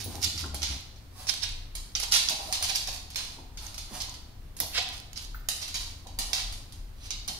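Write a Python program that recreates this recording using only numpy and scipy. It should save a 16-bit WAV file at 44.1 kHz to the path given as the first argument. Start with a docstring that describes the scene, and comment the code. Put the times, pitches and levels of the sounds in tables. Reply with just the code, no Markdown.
"""Dogs at play on a wooden floor

Two dogs tussle close to the microphone in a bare, echoing room. Stick-slip friction and impact ring
their claws and the boards; damped board notes give soft pads and hollow knocks; fur rustles past.
A loose collar fitting tinkles twice as narrow bands of noise, and two very bright snaps are short sines.
A low harmonic grumble sinks in pitch at the start, over floor booms, a faint rumble and room hiss."""
import sys
import numpy as np
from scipy import signal
from scipy.fft import rfft, irfft, next_fast_len
from scipy.io import wavfile
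from scipy.ndimage import uniform_filter1d

SR = 44100
rng = np.random.default_rng(int(sys.argv[2]) if len(sys.argv) > 2 else 0)


def dump_mix(stems):
    """Bounce the given channels to the path in sys.argv[1] as a 16-bit WAV at rate SR."""
    frames = np.atleast_2d(stems).T  # one column per channel
    limited = np.clip(frames, -1, 1)  # hard clip at full scale
    pcm = np.round(limited * 32767).astype(np.int16)
    wavfile.write(sys.argv[1], SR, pcm)


N = 325878  # samples

# All event and spectrum levels below are relative; each source sets its own final gain.
# claws landing: (time [s], level [dB], treble snap [dB], left over right [dB])
CLAW_LANDINGS = [(0.2259, -22, -34, 3), (0.2445, -20.5, -21, -21), (0.376, -26, -15, -6),
                 (0.5437, -25, -5.5, -8), (0.618, -25, -16, -10), (0.629, -17.5, -16, -5),
                 (0.9587, -49, -15, -6), (1.2682, -28.5, -12, -9), (1.7514, -25.5, -4, -7),
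                 (1.9508, -23, -22, -26.5), (1.9574, -21.5, -14, 4), (1.9994, -24, -4, -16),
                 (2.2866, -17, -22, -18.5), (2.294, -18.5, -5.5, 0), (2.5251, -16.5, -10, -9),
                 (2.6247, -17.5, -8, -7), (2.7525, -20.5, -26, 7), (2.8725, -22.5, -13.5, -6),
                 (2.8874, -33, -15, -24), (3.1018, -35, -10, -2), (3.1579, -20, -11, -8),
                 (3.5722, -31.5, -14, -1), (3.6651, -36.5, -13, -23), (3.742, -35, -9, -16),
                 (3.7792, -26.5, -9, -5), (4.0022, -24.5, -37, -4), (4.14, -37.5, -12.5, -11),
                 (4.566, -33, 1, -6), (4.6024, -21, -7.5, -7), (5.1582, -34, -25, -6),
                 (5.4864, -14.5, -5.5, -7.5), (5.679, -28.5, -11, -4), (5.7418, -21, -13, -1),
                 (5.7546, -25, -13.5, -14), (6.0689, -39, -12, -11), (6.1871, -16.5, -5, 0),
                 (6.2004, -28, -17, -7), (6.331, -15.5, -14, -12), (6.3489, -25.5, -5.5, 8),
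                 (6.5235, -30.5, -5.5, 0), (6.7222, -38.5, -6.5, -7.5), (7.1052, -23.5, -18, -17),
                 (7.2771, -23.5, -3, -2), (7.2825, -25.5, -20, -16)]
# claws skidding: (time of hardest push [s], level [dB], rise [s], fall [s], pitch factor [ratio],
# left over right [dB])
CLAW_SKIDS = [(0.005, -38.5, 0.0088, 0.025, 0.98, -14), (0.243, -26, 0.012, .006, 1.06, -16),
              (0.41, -40, 0.032, .016, 1, -15), (0.72, -42.5, 0.051, 0.025, 0.89, -15),
              (1.296, -25.5, 0.009, 0.006, 0.93, -23), (1.437, -28, .0105, .006, 0.86, -16.5),
              (2.036, -32, 0.016, 0.0059, 0.99, -18), (2.121, -19.5, 0.0041, 0.014, 0.98, -7),
              (2.14, -23, .008, .02, 0.95, -19), (2.167, -23, .013, .015, 0.93, -3),
              (2.553, -33.5, 0.022, 0.0089, 0.94, 0), (2.645, -28, .013, 0.0078, 1.01, 6),
              (2.70, -28.5, 0.013, .01, 0.91, -12), (2.762, -26, .01, .0042, 1.08, -13),
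              (2.94, -44, .028, 0.033, 1.03, -16), (3.178, -39.5, 0.0091, 0.056, 0.92, -16),
              (4.02, -38, 0.0086, 0.0044, 1.09, -23), (4.603, -35, .0066, 0.0023, 0.87, -4),
              (4.755, -29, .012, 0.013, .8, -4), (4.783, -26, .014, 0.0094, 0.73, -14.5),
              (4.935, -48, 0.011, 0.031, .98, -19.5), (5.176, -35.5, 0.0084, 0.0052, 0.98, -13.5),
              (5.224, -49, .012, .012, 1.08, -15), (5.626, -34, 0.01, 0.012, 0.92, -10),
              (5.80, -43.5, 0.028, 0.057, 1, -10), (6.39, -35, 0.031, .017, 0.88, -10),
              (7.065, -45.5, 0.035, 0.0086, 0.94, -4)]
# sharp snaps right by the microphone: (time [s], level [dB])
CLOSE_SNAPS = [(4.602, 2), (4.6066, -5)]
# pads landing on the boards: (time [s], level [dB], weight as lower over upper board note [dB])
PAD_LANDINGS = [(0.06, -46.5, 13), (0.139, -46, 8), (0.445, -50, 13), (2.30, -46, -6), (2.391, -53, -13),
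                (2.47, -49.5, -6), (2.61, -55, -10), (2.70, -55.5, -15), (2.88, -55, -16), (3.37, -52, 5),
                (3.905, -51.5, 13), (4.602, -47, 1), (4.781, -53.5, -17), (6.05, -56.5, -6),
                (6.179, -50.5, 6), (6.29, -55.5, -4), (7.283, -49.5, 1.5)]
# collar tinkles: (time [s], level [dB], gain of the two lower notes [dB])
COLLAR_TINKLES = [(0.042, -33, -3.5), (5.347, -37, -22)]
# modes of the collar fitting: (frequency [Hz], level [dB], 60 dB decay time [s])
COLLAR_MODES = [(9600, 8.5, 0.053), (11100, 2, 0.12), (13440, -8, .22), (14150, -16, .14), (15450, -2, .1)]
# spectrum of a claw on the boards: (frequency [Hz], level [dB])
CLAW_SPECTRUM = [(100, -42), (400, -26), (750, -13.5), (1150, -13.5), (1800, -9.5), (2600, -4),
                 (3500, -2.5), (4600, 0.5), (5700, -3.5), (6600, -3), (7700, -11.5), (9500, -11.5),
                 (11500, -12.5), (15500, -23.5)]
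# decay of the room: (frequency [Hz], 60 dB decay time [s])
ROOM_DECAY = [(150, 2.4), (700, 0.85), (1800, 0.7247), (4300, 0.6172), (8000, 0.55), (14000, 0.59)]
# spectrum of the late reverberation: (frequency [Hz], level [dB])
ROOM_SPECTRUM = [(150, -29), (750, 0.5), (1500, -4.5), (3000, 0.5), (4200, 4), (5800, 2), (8000, -1),
                 (14000, -8)]
# still air of the room: (frequency [Hz], level per Hz [dB])
AIR_SPECTRUM = [(15, -2), (25, 3), (45, 1), (62, -1), (84, 2.5), (110, -5), (170, -15), (260, -16),
                (450, -26.5), (800, -27.5), (2000, -33.5), (4500, -35.5), (7700, -43), (15000, -44)]
# likeness of left and right in a diffuse field: (frequency [Hz], correlation [ratio])
COHERENCE = [(60, 1), (150, 0.89), (300, 0.66), (700, 0.26), (2000, 0.013)]
# bearing of the paws: (time [s], lag of the left port [samples])
PAW_BEARING = [(0, 0), (1, 1), (2.1, 12), (4.3, 0), (5.2, 7), (7.3, 9)]
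# extra bite of a claw that faces the microphone: (frequency [Hz], gain [dB])
FACING_BITE = [(1000, 5), (3300, 3), (4500, 2.5), (5600, 7.5), (7500, 0.5), (12000, 1)]
# fur and soft pads brushing past: (time of hardest push [s], level [dB], length scale [s])
FUR_BRUSHES = [(0.12, -48.5, 0.15), (1.2, -47.5, .1), (2.451, -46.5, 0.15), (3.316, -54, 0.047),
               (3.632, -47.5, 0.091), (3.946, -41, .08)]
# notes of the boards under a pad: (frequency [Hz], half-width [Hz], level [dB], decay constant [s])
BOARD_NOTES = [(226, 125, -1.5, 0.062), (775, 166, 4, 0.032)]
# short hollow knocks: (time [s], level [dB], pitch [Hz])
HOLLOW_KNOCKS = [(0.438, -36, 1126), (0.54, -37.5, 720), (2.03, -35, 860), (4.086, -44.5, 870),
                 (4.78, -33.5, 850), (5.345, -37.5, 1480)]
# floor booms as the dogs shift their weight: (time [s], level [dB])
FLOOR_BOOMS = [(1.56, -37.5), (1.79, -41.5), (2.1, -45.5), (2.9, -44), (3.6, -46.5), (3.78, -46),
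               (4.04, -46), (4.48, -44.5), (5.36, -39), (5.85, -41.5), (6.22, -38), (6.5, -37.5),
               (6.84, -41), (7.19, -42.5)]

CLATTER_S = 0.0036  # decay constant of a soft landing's clatter, as the paw's other claws follow
FIRM_DB, CLATTER_HALVES_DB = -22.5, 11  # above this level a flatter paw halves the clatter per 11 dB
KNOCK_DB, KNOCK_PER_SNAP = -10.5, 0.49  # a harder landing also knocks the board more (dB per dB)
TAP_ROOM_DB, ROOM_PER_LEVEL = 1.37, -0.098  # fainter taps are further off: more room (dB per dB)
SKID_SNAP_DB, SNAP_DB_PER_OCTAVE = -9.5, 27  # a faster, higher skid also has more treble
SKID_BOARD_DB, BOARD_PER_LEVEL = -27.5, -0.28  # a hard skid rasps more than it knocks (dB per dB)
GRUMBLE_END_S, GRUMBLE_RELEASE_S = 0.779, 0.022
GRUMBLE_HZ, SAG_HZ_PER_S = 95.8, 40  # mean pitch at the start and its steady fall
GRUMBLE_DB, SWELL_DB_PER_S = -45.5, 9.5
BOOM_HZ, BOOM_HALF_WIDTH_HZ, BOOM_SWELL_S = 36.1, 7.4, 0.11
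HISS_DB = -46.5
EDGE_HZ = 15750


def amp(db):
    """Logarithmic level: decibels become a linear gain."""
    return 10 ** (np.asarray(db) / 20)


def evened(x):
    """Power normalization: scales a signal to rms 1."""
    return x / np.sqrt(np.mean(x ** 2) + 1e-20)


def read(points, hz):
    """Logarithmic frequency scale: joins spectrum points with straight lines upon it."""
    f, value = np.transpose(points)
    return np.interp(np.log(hz + 1), np.log(f + 1), value)


def add(mix, s, sound):
    """Superposition: adds a stereo sound to the mix at time s, clipped to its bounds."""
    start = round(s * SR)
    sound = sound[:, max(-start, 0):]
    part = mix[:, max(start, 0):][:, :sound.shape[1]]
    part += sound[:, :part.shape[1]]


def causal(gain, size=1024):
    """Minimum phase: the quickest-starting impulse response with this spectrum."""
    log_gain = np.log(np.maximum(np.r_[gain, gain[-2:0:-1]], 1e-5))
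    return np.fft.ifft(np.exp(np.conj(signal.hilbert(log_gain)))).real[:size]


def ringing_noise(hz, half_width_hz, size):
    """Resonance: white noise through one peak, down to half amplitude at the half-width, rms 1."""
    f = np.fft.rfftfreq(size, 1 / SR)
    peak = 1 / (1 + ((f - hz) / half_width_hz) ** 2)
    return evened(irfft(rfft(rng.standard_normal(size)) * peak, size))


def placed(sound, pan_db, s=0):
    """Interaural-style cues: a level difference, and a left lag as the dogs move about to the right."""
    lag = round(np.interp(s, *np.transpose(PAW_BEARING)))
    left = np.pad(sound, (lag, 0)) * amp(pan_db / 2)
    right = np.pad(sound, (0, lag)) * amp(-pan_db / 2)
    return np.array([left, right])


def claw(force, snap_db, board_db, grain_db, uneven_db, pitch=1):
    """Stick-slip excitation: tiny slips under a force ring claw and board, beamed and spread."""
    hz = np.fft.rfftfreq(2048, 1 / SR)
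    treble = read([(6200, 0), (9000, snap_db + 16.5)], hz)
    bass = read([(900, board_db + 21), (2500, 0)], hz)
    colour = read(CLAW_SPECTRUM, hz / pitch) + treble + bass
    grain = amp(grain_db * np.minimum(rng.exponential(1, len(force)), 3))
    slips = force * rng.standard_normal(len(force)) * grain
    # the slips are so brief that together they excite all pitches evenly
    spectrum = rfft(np.pad(slips, (64, 512)))
    power = uniform_filter1d(abs(spectrum) ** 2, size=len(spectrum) // 26)
    slips = irfft(spectrum / np.sqrt(abs(power) + 1e-20))[48:]
    # each contact beams some pitches more than others; over all directions this averages out
    lobes = np.interp(hz, [800, 3000], [0, 1])  # long waves spread evenly
    unevenness = evened(uniform_filter1d(rng.standard_normal(len(hz)), size=22))
    beam = read(FACING_BITE, hz) + uneven_db * lobes * unevenness
    sounds = np.array([signal.fftconvolve(slips, causal(amp(db))) for db in (colour + beam, colour)])
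    return sounds * np.linalg.norm(force) / np.linalg.norm(sounds, axis=1, keepdims=True)


def rung(sound, amount, ring_hz=5300, ring_q=4, ring=2.9):
    """Modal ringing: the claw's own note stands out of a contact, at unchanged total energy."""
    note = signal.lfilter(*signal.iirpeak(ring_hz, ring_q, SR), sound)
    out = sound + ring * amount * note
    return out * np.linalg.norm(sound) / np.linalg.norm(out)


def stroke(rise, fall, catch_db):
    """Stick-slip force: it builds, lets go and catches every few milliseconds; also its lead in s."""
    t = np.arange(-3 * rise, 4 * fall, 1 / SR)
    push = np.exp(np.where(t < 0, t / rise, -t / fall))
    force = push * amp(catch_db * ringing_noise(316, 140, len(t)))
    return force * np.linalg.norm(push) / np.linalg.norm(force), -t[0]


def thud(hz, half_width_hz, decay, rise=0.00087, judder_db=4):
    """Damped resonance: one dull note of wood that judders as it dies."""
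    t = np.arange(SR // 3) / SR
    blow = (1 - np.exp(-t / rise)) * np.exp(-t / decay)
    judder = amp(judder_db * ringing_noise(24, 63, len(t)))
    note = blow * judder * ringing_noise(hz, half_width_hz, len(t))
    return note * np.linalg.norm(blow) / np.linalg.norm(note)


def air():
    """Diffuse field: steady rumble, alike in both ports, and a hiss that is largely independent."""
    size = next_fast_len(N)
    hz = np.fft.rfftfreq(size, 1 / SR)
    a, b = rfft(rng.standard_normal((2, size))) * amp(read(AIR_SPECTRUM, hz))
    same = np.clip(read(COHERENCE, hz), -1, 1)
    right_db = read([(120, -2.5), (500, 2.5), (6000, 2.5), (12000, 6.0)], hz)
    right = (same * a + np.sqrt(1 - same ** 2) * b) * amp(right_db)
    return amp(HISS_DB) * evened(irfft([a, right], size)[:, :N])


def grumble(jitter=0.095, shimmer=0.48, overtone_db=-13, rasp_db=-13):
    """Harmonic series: an unsteady low tone sinks, swells and stops, with weak overtones and rasp."""
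    t, out = np.arange(SR) / SR, np.zeros((2, N))
    pitch_hz = (GRUMBLE_HZ - SAG_HZ_PER_S * t) * (1 + jitter * ringing_noise(18.7, 9.6, len(t)))
    turns = np.cumsum(pitch_hz) / SR
    overtones = sum(np.sin(2 * np.pi * k * turns) / np.sqrt(k) for k in range(2, 5))
    tone = np.sin(2 * np.pi * turns) + amp(overtone_db) * overtones
    rasp = amp(rasp_db) * ringing_noise(270, 110, len(t))
    sound = evened(tone) * amp(SWELL_DB_PER_S * t) + rasp
    release = np.exp(-np.maximum(t - GRUMBLE_END_S, 0) / GRUMBLE_RELEASE_S)
    flutter = 1 + shimmer * ringing_noise(7.9, 5.9, len(t))
    add(out, 0, placed(amp(GRUMBLE_DB) * sound * release * flutter, 3.0))
    return out


def skids(level_db=-1):
    """Stick-slip friction: a paw pushes harder until its claws let go, catching on the grain."""
    near, far = np.zeros((2, 2, N))
    for s, db, rise, fall, pitch, pan_db in CLAW_SKIDS:
        force, lead = stroke(rise, fall, catch_db=3.5)
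        snap_db = SKID_SNAP_DB + SNAP_DB_PER_OCTAVE * np.log2(pitch)
        board_db = SKID_BOARD_DB + BOARD_PER_LEVEL * db
        contact = claw(force, snap_db, board_db, grain_db=7.5, uneven_db=1.6, pitch=pitch)
        beamed, spread = amp(db + level_db) * contact
        brief = np.interp(rise + fall, [.012, .024], [1, 0])  # a quick flick leaves the claw free to ring
        add(near, s - lead, placed(rung(beamed, brief), pan_db, s))
        add(far, s - lead, spread[None])
    return np.array([near, far])


def brushes(level_db=-1, rise_share=.35, fall_share=0.7, pan_db=-7, room_db=2):
    """Broadband friction: fur and pads slide softly in a rustle with little of the claws' note."""
    near, far = np.zeros((2, 2, N))
    for s, db, length in FUR_BRUSHES:
        force, lead = stroke(rise_share * length, fall_share * length, catch_db=1)
        contact = claw(force, snap_db=-5.5, board_db=-3.0, grain_db=5.5, uneven_db=-4.2)
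        beamed, spread = amp(db + level_db) * contact
        add(near, s - lead, placed(beamed, pan_db, s))
        add(far, s - lead, spread[None] * amp(room_db))
    return np.array([near, far])


def patter(level_db=-24, spread_s=0.041, decay_s=0.001, room_db=-4, count=3):
    """Random impacts: around each skid, single claws tick lightly at scattered times and levels."""
    near, far = np.zeros((2, 2, N))
    force = np.exp(-np.arange(256) / SR / decay_s)
    draws = rng.standard_normal((len(CLAW_SKIDS), count, 2))
    for (s, db, *_, pan_db), ticks in zip(CLAW_SKIDS, draws):
        for offset, size in ticks:
            at = s + spread_s * (.6 + offset)
            tick = claw(force, snap_db=-11, board_db=-17, grain_db=7.5, uneven_db=5)
            beamed, spread = amp(level_db + 0.41 * db + 2 * size) * tick
            add(near, at, placed(beamed, pan_db, at))
            add(far, at, spread[None] * amp(room_db))
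    return np.array([near, far])


def tinkles(half_width_hz=170, room_db=-4):
    """Modal decay: a small, loose metal fitting rattles in high, brief bands of noise."""
    out, t = np.zeros((2, N)), np.arange(SR // 2) / SR
    for s, level_db, low_db in COLLAR_TINKLES:
        ring = np.zeros(len(t))
        for k, (hz, db, t60) in enumerate(COLLAR_MODES):
            decay_db = db + low_db * (k < 2) - 60 * t / t60
            ring += amp(decay_db) * ringing_noise(hz, half_width_hz, len(t))
        add(out, s, amp(level_db - 10) * placed(ring, -10.0, s))
    return np.array([out, out * amp(room_db)])


def pads(room_db=-2):
    """Soft impact: paws ring the boards, and more weight favours the lower note."""
    out = np.zeros((2, N))
    for s, level_db, weight_db in PAD_LANDINGS:
        notes = sum(amp(db + lean * weight_db) * thud(hz, half_width, decay)
                    for (hz, half_width, db, decay), lean in zip(BOARD_NOTES, (.5, -.5)))
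        add(out, s, amp(level_db) * placed(notes, 0, s))
    return np.array([out, out * amp(room_db)])


def taps(level_db=-6.0, strike=1.55, strike_s=0.00054, rise_s=0.00045, near_pan_db=-2):
    """Hard impact: one claw strikes and others clatter after; a blunt landing rings more than snaps."""
    near, far = np.zeros((2, 2, N))
    t = np.arange(SR // 16) / SR
    for s, db, snap_db, pan_db in CLAW_LANDINGS:
        quick = 2 ** (max(db - FIRM_DB, 0) / CLATTER_HALVES_DB)
        clatter = np.exp(-t * quick / CLATTER_S)
        force = (clatter + strike * np.exp(-t / strike_s)) * (1 - np.exp(-t / rise_s))
        board_db = KNOCK_DB + KNOCK_PER_SNAP * snap_db
        contact = claw(force * np.sqrt(quick), snap_db, board_db, grain_db=5.5, uneven_db=6)
        beamed, spread = amp(db + level_db) * contact
        blunt = np.interp(snap_db, [-24, -10], [1, 0])
        add(near, s, placed(rung(beamed, blunt), pan_db + near_pan_db, s))
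        add(far, s, spread[None] * amp(TAP_ROOM_DB + ROOM_PER_LEVEL * db))
    return np.array([near, far])


def knocks(half_width=0.24, decay=0.0077, room_db=-1):
    """Heavily damped resonance: brief hollow knocks as the dogs bump about."""
    out = np.zeros((2, N))
    for s, db, hz in HOLLOW_KNOCKS:
        add(out, s, amp(db) * placed(thud(hz, half_width * hz, decay), 0.27, s))
    return np.array([out, out * amp(room_db)])


def boom(pan_db=2):
    """Fundamental mode: the whole floor sways at its lowest note as the dogs shift their weight."""
    t = np.arange(N) / SR
    sway = signal.hilbert(ringing_noise(BOOM_HZ, BOOM_HALF_WIDTH_HZ, next_fast_len(N)))[:N]
    sway = evened(sway.real / (abs(sway) + 0.31))  # evens out the random envelope
    swell = sum(amp(db) * np.exp(-((t - s) / BOOM_SWELL_S) ** 2) for s, db in FLOOR_BOOMS)
    return placed(sway * swell, pan_db)[:, :N]


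def snaps(hz=12000, peak_s=0.0001, pan_db=-7, room_db=-5):
    """Transient oscillation: a hard, very bright tick only a few cycles long."""
    out, t = np.zeros((2, N)), np.arange(SR // 100) / SR
    tick = t / peak_s * np.exp(1 - t / peak_s) * np.sin(2 * np.pi * hz * t)
    for s, db in CLOSE_SNAPS:
        add(out, s, amp(db - 8.5) * placed(tick, pan_db, s))
    return np.array([out, out * amp(room_db)])


def room(x, tail_db=-0.5, early_db=-6, early_s=0.0074, build_s=0.0061, pan_db=-2):
    """Reverberation: quick bounces off floor and furniture, then a long bright tail from bare walls."""
    t = np.arange(SR) / SR
    mono, out = x.mean(0), np.zeros((2, N))
    for k in range(3):
        # the dogs keep moving, so the pattern of echoes keeps changing
        share = np.sqrt(2 / 3) * np.cos(np.pi * (1.3 * np.arange(N) / SR + k / 3))
        echoes = rng.standard_normal((2, SR)) * (rng.random((2, SR)) < .15)
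        hz, when, z = signal.stft(echoes, SR, nperseg=256)
        same = np.clip(read(COHERENCE, hz), -1, 1)[:, None]
        z[1] = same * z[0] + np.sqrt(1 - same ** 2) * z[1]
        decay_db = -60 * when / read(ROOM_DECAY, hz)[:, None]
        z = z * amp(read(ROOM_SPECTRUM, hz)[:, None] + decay_db)
        tail = signal.istft(z, SR, nperseg=256)[1][:, :SR] * (1 - np.exp(-t / build_s))
        early = echoes * np.exp(-t / early_s) * (t > .0005)
        response = sum(amp(db) * r / np.linalg.norm(r, axis=1, keepdims=True)
                       for db, r in [(tail_db, tail), (early_db, early)])
        out += signal.fftconvolve((mono * share)[None], response, axes=1)[:, :N]
    return out * amp([[pan_db / 2], [-pan_db / 2]])


def scene():
    """Direct and reverberant field: paws, fur and collar arrive directly and by way of the room."""
    near, far = skids() + brushes() + patter() + tinkles() + pads() + taps() + knocks() + snaps()
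    # the right channel of the far sound feeds the room
    return near + room(far[1:]) + air() + grumble() + boom()


def record(dry):
    """Band limitation: a recorder's linear-phase low-pass filter."""
    low_pass = signal.firwin(511, EDGE_HZ, window=("kaiser", 9), fs=SR)
    return signal.oaconvolve(dry, low_pass[None], "same")


dry = scene()
out = record(dry)
dump_mix(out)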